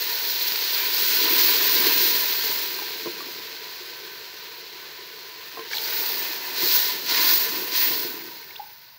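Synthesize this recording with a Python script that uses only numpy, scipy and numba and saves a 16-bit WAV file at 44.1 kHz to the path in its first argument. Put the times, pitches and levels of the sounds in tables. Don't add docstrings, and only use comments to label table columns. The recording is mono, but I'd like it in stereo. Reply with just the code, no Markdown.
import sys
import numpy as np
from scipy import signal
from scipy.fft import rfft, irfft, next_fast_len
from scipy.io import wavfile
from numba import njit

SR = 44100
rng = np.random.default_rng(int(sys.argv[2]) if len(sys.argv) > 2 else 0)


def dump(signal):
    limited = np.clip(np.atleast_2d(signal).T, -1, 1)
    pcm = np.round(limited * 32767).astype(np.int16)
    wavfile.write(sys.argv[1], SR, pcm)


def amplitude_ratio(level_db):
    exponent = np.asarray(level_db, float) / 20
    return 10 ** exponent


N = 396018
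STEP = 64


def fizz():
    # [t/s, vigour level/dB, fineness of the bursts/dB]
    heat = [(0, -35.5, 1.5), (.15, -32.5, -0.5), (.7, -30.5, -2.5), (.95, -28, 0), (1.2, -26.5, -0.5),
            (1.45, -25.5, 1.5), (1.8, -26.5, -2), (2.03, -27, 3.5), (2.36, -31.5, -1), (2.52, -32, 0.5),
            (2.73, -36.5, -1), (3.15, -39, -5.5), (3.6, -42, -7), (4.6, -45, -7), (5.65, -45, -5.5),
            (8.0, -39.5, 10), (8.3, -47, 5), (8.98, -59, 10)]
    # [level at mean heat/dB, share of heat swing, share of fineness,
    # loss once drowned/(dB/s)]
    sizes = [(-47, 0.7, 0.01, 3), (-40.5, 0.74, 0.01, 1), (-41, 0.92, 0.09, 8), (-36.5, 1.07, .01, -6),
             (-40.5, 0.99, 0.39, 12), (-26, 1.15, 0.85, .1)]
    # [level re peak/dB, climb/(dB/s), share of fall, share of coarse extra, lag/s]
    wave_answers = [(-14, 5, 0.49, .99, 0.025), (-9, 15, 1.08, 0.76, 0.0045), (-11, 18, 1.2, 0.22, .003),
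                    (-0.9, 19, 1.18, .01, 0.0016), (-6, 18, 0.94, 0.28, 0.014), (12.5, 45, 1.9, 0.24, .025)]
    # [t/s, fine level/dB, coarse level/dB, length/s]
    puffs = [(0.0, 3, 0.5, .04), (.3, 2.5, .1, 0.026), (0.426, 3.5, -3, 0.0087), (0.481, 5, -1, 0.0066),
             (0.556, 1, .1, .015), (.72, 0.5, -2.5, .02), (.9, -2, -2, .03), (1.113, -0.5, -1.5, .03),
             (1.19, -1.5, 1, .02), (1.27, -3.5, 1.5, .03), (1.395, 1, 1.5, .02), (1.62, 1, 2, 0.058),
             (1.873, 1.5, 4, .012), (1.91, -2, 3.5, .012), (1.96, -1.5, -0.5, .02), (2.37, -0.5, -3, .015),
             (5.794, -2.5, -3, .02), (5.85, 0, -4, .015), (6.12, 0, 0, .02), (6.243, 1, 2.5, 0.039),
             (6.416, -2, -1.5, 0.027), (6.6, -1.5, 2, 0.015), (6.893, 2, 4, 0.089), (7.076, 0, -3.5, 0.038),
             (7.13, 0.5, 3, 0.062), (7.347, -0.5, -4, 0.028), (7.584, 2, 1.5, 0.056),
             (7.85, -0.5, 1.5, .04), (8.2, -3, 2, .015)]
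    coarseness = [1, 1, .5, 0, 0, 0]
    size_edges = [650, 1250, 2400, 3400, 6500, 10500, 1e6]
    # [f/Hz, level/dB per Hz]
    fizz_colour = [(500, -5), (800, -15), (1000, -14.5), (1270, -17), (1540, -11), (3000, -7.5),
                   (3650, -3.5), (4150, 3.5), (4700, 2), (9800, -21), (11700, -5.5), (12900, -3),
                   (14500, 10.5), (15000, 13.5)]
    mean_heat_db = -35
    drowned_s = 7.98
    calm_flicker, flicker_per_db = 0.35, 0.8

    t = control_times()
    heat_db, fineness_db = in_time(heat)
    fine_puff_db = coarse_puff_db = 0
    for s, fine_db, coarse_db, length in puffs:
        puff = np.exp(-((t - s) / length) ** 2)
        fine_puff_db = fine_puff_db + fine_db * puff
        coarse_puff_db = coarse_puff_db + coarse_db * puff

    levels_db = []
    for (db, follows, fine_share, loss), answer, coarse in zip(sizes, wave_answers, coarseness):
        steady_db = db + follows * (heat_db - mean_heat_db) + fine_share * fineness_db
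        level_db = power_sum(steady_db, *waves(*answer))
        level_db = level_db - loss * np.maximum(t - drowned_s, 0)
        levels_db.append(level_db + coarse * coarse_puff_db + (1 - coarse) * fine_puff_db)

    unrest = each_sample(np.clip(1 + flicker_per_db * (levels_db[3] - mean_heat_db), calm_flicker, 1))
    gust_db = 0.43 * drift(1.7) + 0.33 * drift(52)
    bursts = rms_one(grains(9000, spread_db=2.5)) + 1.08 * rng.standard_normal(N)
    bursts = cross_air(bursts)
    flickers_db = [1.3, 0.98, 1.5, 1.16, 0.91, 1.0]
    out = 0
    for level_db, low, high, flicker_db in zip(levels_db, size_edges, size_edges[1:], flickers_db):
        patches = amplitude_ratio(gust_db + flicker_db * unrest * drift(4.5) + 0.71 * drift(54))
        band = rms_one(patches * coloured(bursts, fizz_colour, low, high))
        out = out + amplitude_ratio(each_sample(level_db)) * band
    return out


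def waves(re_db, climb, fall_share, coarse_share, lag):
    # [start t/s, peak t/s, peak level/dB, fall/(dB/s), extra level of coarse bursts/dB]
    washes = [
        (5.724, 5.96, -32.5, 15, 3),
        (6.572, 6.737, -24.5, 56, -6.5),
        (7.083, 7.315, -24.5, 51.5, 0.3),
        (7.742, 7.812, -26.5, 54, -1.7),
    ]
    attack_db_per_s = 288
    t = control_times() - lag
    levels_db = []
    for start, peak, peak_db, fall, coarse_db in washes:
        level_db = peak_db + re_db + coarse_share * coarse_db
        level_db = level_db - attack_db_per_s * np.maximum(start - t, 0)
        level_db = level_db - climb * np.maximum(peak - t, 0)
        levels_db.append(level_db - fall_share * fall * np.maximum(t - peak, 0))
    return levels_db


def boil():
    # [t/s, level/dB]
    boiling = [(0, -44), (.7, -44.5), (1.02, -42.5), (1.3, -39), (1.85, -37.5), (1.97, -39.5), (2.9, -45.5),
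               (3.5, -47.5), (4.6, -50.5), (5.5, -52), (5.95, -43), (6.43, -47), (6.65, -41), (7.0, -45),
               (8.1, -44), (8.2, -57), (8.48, -56), (8.98, -75)]
    # [f/Hz, level/dB per Hz]
    slosh_colour = [(15, -67), (25, -29), (220, 3), (300, -9), (390, -31), (660, -120)]
    slosh_base_db, slosh_follows = -65, 1
    glug_base_db, glug_follows = -56.5, 1.5
    stir_simmer_db = -8
    glug_drowned_s, glug_loss_db_per_s = 8.3, 64

    (boil_db,) = in_time(boiling)
    stirred_glug_db, stirred_slosh_db = stirring()
    swing_db = boil_db + 45
    slosh_db = each_sample(power_sum(slosh_base_db + slosh_follows * swing_db, stirred_slosh_db))
    glug_db = each_sample(power_sum(glug_base_db + glug_follows * swing_db, stirred_glug_db))
    glug_db = glug_db - np.clip(glug_loss_db_per_s * (np.arange(N) / SR - glug_drowned_s), 0, 9)
    simmer_db = each_sample(power_sum(boil_db, stir_simmer_db + stirred_glug_db))

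    slosh = coloured(rng.standard_normal(N) * amplitude_ratio(1.5 * drift(20)), slosh_colour, high=218)
    glug = bubbles(250, 248, 330, cycles=11.9)
    simmer = filtered(bubbles(500, 342, 610, cycles=15.3), 2, 320, "high")
    return amplitude_ratio(slosh_db) * slosh + amplitude_ratio(glug_db) * glug + amplitude_ratio(simmer_db) * simmer


def stirring():
    # [t/s, glug level/dB, dying/(dB/s), slosh level/dB]
    turns = [(1.02, -45.5, 60, -57), (1.28, -34, 57, -53), (1.5, -54, 60, -55), (1.6, -46, 60, -57),
             (1.85, -33, 95, -61), (1.95, -53, 92, -50), (2.05, -38, 85, -68), (2.45, -46.5, 45, -59),
             (2.9, -58, 86, -63), (3.07, -43.5, 111, -69), (3.19, -48.5, 44, -59.5), (5.6, -54, 150, -69),
             (6.0, -52, 97, -58), (6.16, -48.5, 33, -64), (6.3, -54, 54, -61), (6.65, -42.5, 121, -54),
             (6.95, -50, 33, -56), (7.07, -46, 42, -55), (7.2, -40.5, 57, -59), (7.33, -38.5, 200, -68),
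             (7.5, -45.5, 60, -55), (7.6, -38, 85, -56), (7.9, -42, 30, -56), (8.1, -42.5, 63, -60),
             (8.18, -54, 67, -57), (8.28, -49, 233, -61)]
    rise_db_per_s = 127
    t = control_times()
    glugs_db, sloshes_db = [], []
    for s, glug_db, dying, slosh_db in turns:
        swell_db = -np.maximum(rise_db_per_s * (s - t), dying * (t - s))
        glugs_db.append(glug_db + swell_db)
        sloshes_db.append(slosh_db + swell_db)
    return power_sum(*glugs_db), power_sum(*sloshes_db)


def bubbles(per_s, low_hz, high_hz, cycles):
    pops = grains(per_s, spread_db=1.5)
    dealt = rng.integers(0, 8, N)
    out = 0
    for k, hz in enumerate(np.geomspace(low_hz, high_hz, num=8)):
        out = out + ring(pops * (dealt == k), hz, cycles / hz)
    return rms_one(deep_air(out))


def knocks():
    # [t/s, dull level/dB, low push
    # level/dB, bright level/dB, bright f/Hz]
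    blows = [(1.86, -36, -45, -40, 1000), (2.0, -34, -31, -33, 980), (2.079, -47, -49, -53, 990),
             (2.789, -48, -65, -29.5, 1006), (2.82, -50, -65, -33, 840), (3.059, -22, -60, -33, 1050),
             (3.071, -21.5, -30, -31, 990), (3.205, -59, -60, -31.5, 1150), (5.572, -34, -65, -29.5, 1060),
             (5.574, -40, -63, -35, 700), (5.592, -32.5, -65, -31, 1050), (5.61, -46, -65, -39, 1020),
             (6.628, -26.5, -29, -31, 1040), (7.908, -36, -34, -45, 1010), (8.047, -29, -35, -48, 1010),
             (8.595, -65, -66, -39, 935)]
    # [f/Hz, level/dB, t60/s]
    wall_modes = [(352, -4, 0.13), (448.3, -6.5, 0.23), (602, -14, 0.067)]
    push_hz, push_t60_s, bright_t60_s = 170, 0.034, 0.067
    crack_db, crack_t60_s, crack_top_hz = -5, 0.014, 1900

    rings, pushes = np.zeros(N), np.zeros(N)
    u = np.arange(SR // 4) / SR
    luck_db = rng.normal(0, 1.3, (len(blows), len(wall_modes)))
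    cracks = rms_one(filtered(rng.standard_normal((len(blows), len(u))), 2, crack_top_hz, "low"))
    for (s, dull_db, push_db, bright_db, bright_hz), lucks, crack in zip(blows, luck_db, cracks):
        modes = [(hz, dull_db + level_db + luck, t60) for (hz, level_db, t60), luck in zip(wall_modes, lucks)]
        modes += [(bright_hz, bright_db, bright_t60_s), (2.5 * bright_hz, bright_db - 18, 0.03)]
        at = slice(int(s * SR), int(s * SR) + len(u))
        for hz, level_db, t60 in modes:
            rings[at] += amplitude_ratio(level_db - 60 * u / t60) * np.sin(2 * np.pi * hz * u)
        rings[at] += amplitude_ratio(bright_db + crack_db - 60 * u / crack_t60_s) * crack
        pushes[at] += amplitude_ratio(push_db - 60 * u / push_t60_s) * np.sin(2 * np.pi * push_hz * u)
    return filtered(rings, 2, 280, "high") + pushes


def drops():
    # [t/s, peak level/dB, start f/Hz, rise/octaves, length/s]
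    plinks = [(0.417, -20, 3870, 0.34, 0.006), (.521, -14.5, 4130, 0.48, 0.0022),
              (0.559, -16, 4080, 0.36, 0.0039), (5.712, -30, 1570, .1, 0.0076),
              (5.732, -25, 1630, 0.064, 0.0068), (5.733, -23.5, 2240, 0.027, 0.0089),
              (5.731, -27, 3200, 0.017, 0.0034), (5.712, -33, 1950, .05, 0.0036),
              (5.752, -21, 3800, 0.56, 0.0025), (5.7692, -18, 3830, 0.093, 0.0018),
              (5.772, -24, 3970, .1, .002), (5.783, -15, 3080, 0.45, 0.0013), (5.85, -28, 4470, .1, .003),
              (8.208, -37, 2180, 0.016667, .008), (8.428, -40, 2140, .05, .01),
              (8.507, -37, 2180, .02, 0.007), (8.557, -34, 2450, 0.35, 0.005),
              (8.5615, -32, 3150, 0.45, 0.009)]
    splash_db = -7
    landings = [*plinks, *plop()]
    out = np.zeros(N)
    sprays = rms_one(filtered(rng.standard_normal((len(landings), SR // 20)), 4, [1300, 6000], "band"))
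    for (s, peak_db, start_hz, rise, length), spray in zip(landings, sprays):
        u = np.arange(int(length * SR)) / (length * SR)
        phase = 2 * np.pi * np.cumsum(start_hz * 2 ** (rise * u)) / SR
        shape = np.sin(np.pi * u ** 0.6)
        flick = amplitude_ratio(splash_db - 40 * u) * spray[-len(u):]
        flick = flick * (start_hz > 1000)
        out[int(s * SR):int(s * SR) + len(u)] += amplitude_ratio(peak_db) * (shape * np.sin(phase) + flick)
    return out


def plop():
    echo_lags = [.02, .032, .043, .068, .085, .098, .115, .155]
    plop_s, rise = 8.595, 0.018
    echo_db, echo_loss_db_per_s = -32, 190
    rows = [(plop_s, -27.5, 826, rise, 0.018)]
    for lag in echo_lags:
        rows.append((plop_s + lag, echo_db - echo_loss_db_per_s * lag, 845, rise, 0.014))
    return rows


def deep_air(x):
    # [f/Hz, width/Hz, level/dB]
    air_modes = [(351, 25, 13.5), (383.4, 29, 22.5), (437, 32, 24.5)]
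    return x + sum(amplitude_ratio(gain_db) * resonance(x, hz, width) for hz, width, gain_db in air_modes)


def cross_air(x):
    # [t/s, first f/Hz, second f/Hz, higher modes level/dB]
    cross_modes = [(0, 986, 1480, 0), (.35, 937, 1516, -13), (1.3, 1006, 1503, -16), (1.9, 997, 1582, -10),
                   (2.8, 962, 1563, -9.5), (5.3, 995, 1490, -16), (5.65, 990, 1590, -2),
                   (5.75, 867, 1485, -14), (6.15, 957, 1480, 0), (6.5, 980, 1560, 0.5),
                   (7.1, 997, 1430, -1.5), (7.5, 1010, 1530, 0.5), (7.9, 1003, 1506, -2),
                   (8.3, 960, 1526, -5), (8.98, 940, 1500, -10)]
    # [f/Hz, width/Hz, level/dB]
    higher_modes = [(1806, 120, 2), (2030, 52, 1), (2516, 160, -6.5), (3054, 34, -12.5)]
    first_hz, second_hz, higher_db = map(each_sample, in_time(cross_modes))
    out = x.copy()
    for hz, width, gain_db in [(first_hz, 70, 10), (second_hz, 32, 4)]:
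        out += amplitude_ratio(gain_db + 0.97 * drift(5.9)) * resonance(x, hz, width)
    for hz, width, gain_db in higher_modes:
        stirred_db = 2.5 * drift(3.0)
        moving_hz = hz * (1 + 0.012 * drift(1.1))
        out += amplitude_ratio(gain_db + higher_db + stirred_db) * resonance(x, moving_hz, width)
    return out


@njit
def moving_resonance(x, cosine, r):
    y = np.zeros(len(x))
    for i in range(2, len(x)):
        drive = (1 - r * r) / 2 * (x[i] - x[i - 2])
        y[i] = drive + 2 * r * cosine[i] * y[i - 1] - r * r * y[i - 2]
    return y


def resonance(x, hz, width):
    cosine = np.cos(2 * np.pi * hz / SR) + np.zeros(N)
    return moving_resonance(x, cosine, np.exp(-np.pi * width / SR))


def room():
    # [f/Hz, level/dB per Hz]
    room_colour = [(15, -53), (25, -31), (81, 4.5), (185, 3.5), (227, -20), (260, -2), (340, -12),
                   (570, -120)]
    room_db, side_db = -68.5, -27
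    mid, side = [amplitude_ratio(room_db) * coloured(white, room_colour) for white in rng.standard_normal((2, N))]
    return mid + amplitude_ratio(side_db) * side * [[1], [-1]]


def rms_one(x):
    return x / np.sqrt(np.mean(x ** 2) + 1e-20)


def filtered(x, order, hz, kind):
    return signal.sosfilt(signal.butter(order, hz, kind, fs=SR, output="sos"), x)


def control_times():
    return np.arange(0, N, STEP) / SR


def in_time(rows):
    s, *columns = np.transpose(rows)
    return [np.interp(control_times(), s, c) for c in columns]


def each_sample(control):
    return np.interp(np.arange(N) / STEP, np.arange(len(control)), control)


def power_sum(*levels_db):
    return 10 * np.log10(sum(amplitude_ratio(2 * db) for db in levels_db))


def drift(rate):
    r = np.exp(-80 * np.pi * rate / SR)
    slow = signal.lfilter([1], [1, -2 * r, r * r], rng.standard_normal(N // 40 + 2002))[2000:]
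    return np.interp(np.arange(N) / 40, np.arange(len(slow)), rms_one(slow))


def grains(per_s, spread_db):
    heights = amplitude_ratio(spread_db * np.minimum(rng.exponential(1, N), 5))
    return heights * rng.choice([-1, 1], N) * (rng.random(N) < per_s / SR)


def ring(clicks, hz, t60):
    r, w = amplitude_ratio(-60 / (t60 * SR)), 2 * np.pi * hz / SR
    return signal.lfilter([0, np.sin(w)], [1, -2 * r * np.cos(w), r * r], clicks + 1e-18)


def coloured(x, points, low=0, high=1e6):
    size = next_fast_len(N + SR // 4)
    hz = np.arange(size // 2 + 1) * SR / size + 1
    point_hz, point_db = np.transpose(points)
    gain = amplitude_ratio(np.interp(np.log(hz), np.log(point_hz), point_db))
    gain = gain / np.sqrt((1 + (low / hz) ** 12) * (1 + (hz / high) ** 12))
    return rms_one(irfft(rfft(x, size) * gain, size)[:N])


def scene():
    near = fizz() + boil() + knocks() + drops()
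    near = filtered(near, 2, 142, "high")
    return near + room()


def band_limit(x):
    return signal.sosfilt(signal.butter(12, 17100, fs=SR, output="sos"), x)


def record(dry):
    # [low f/Hz, high f/Hz, level/dB]
    leaning = [(1550, 2420, -13.5), (9500, 10000, -15)]
    top_hz = 15730
    size = next_fast_len(N + SR // 4)
    hz = np.arange(size // 2 + 1) * SR / size + 1
    (soft_low, soft_high, soft_db), (hard_low, hard_high, hard_db) = leaning
    lean = amplitude_ratio(soft_db) / (1 + (soft_low / hz) ** 14) / (1 + (hz / soft_high) ** 14)
    lean = lean + amplitude_ratio(hard_db) * (hz > hard_low) * (hz < hard_high)
    spectrum = rfft(dry, size) * (1 + lean * [[1], [-1]]) * (hz < top_hz)
    return band_limit(irfft(spectrum, size)[:, :N])


dry = scene()
out = record(dry)
dump(out)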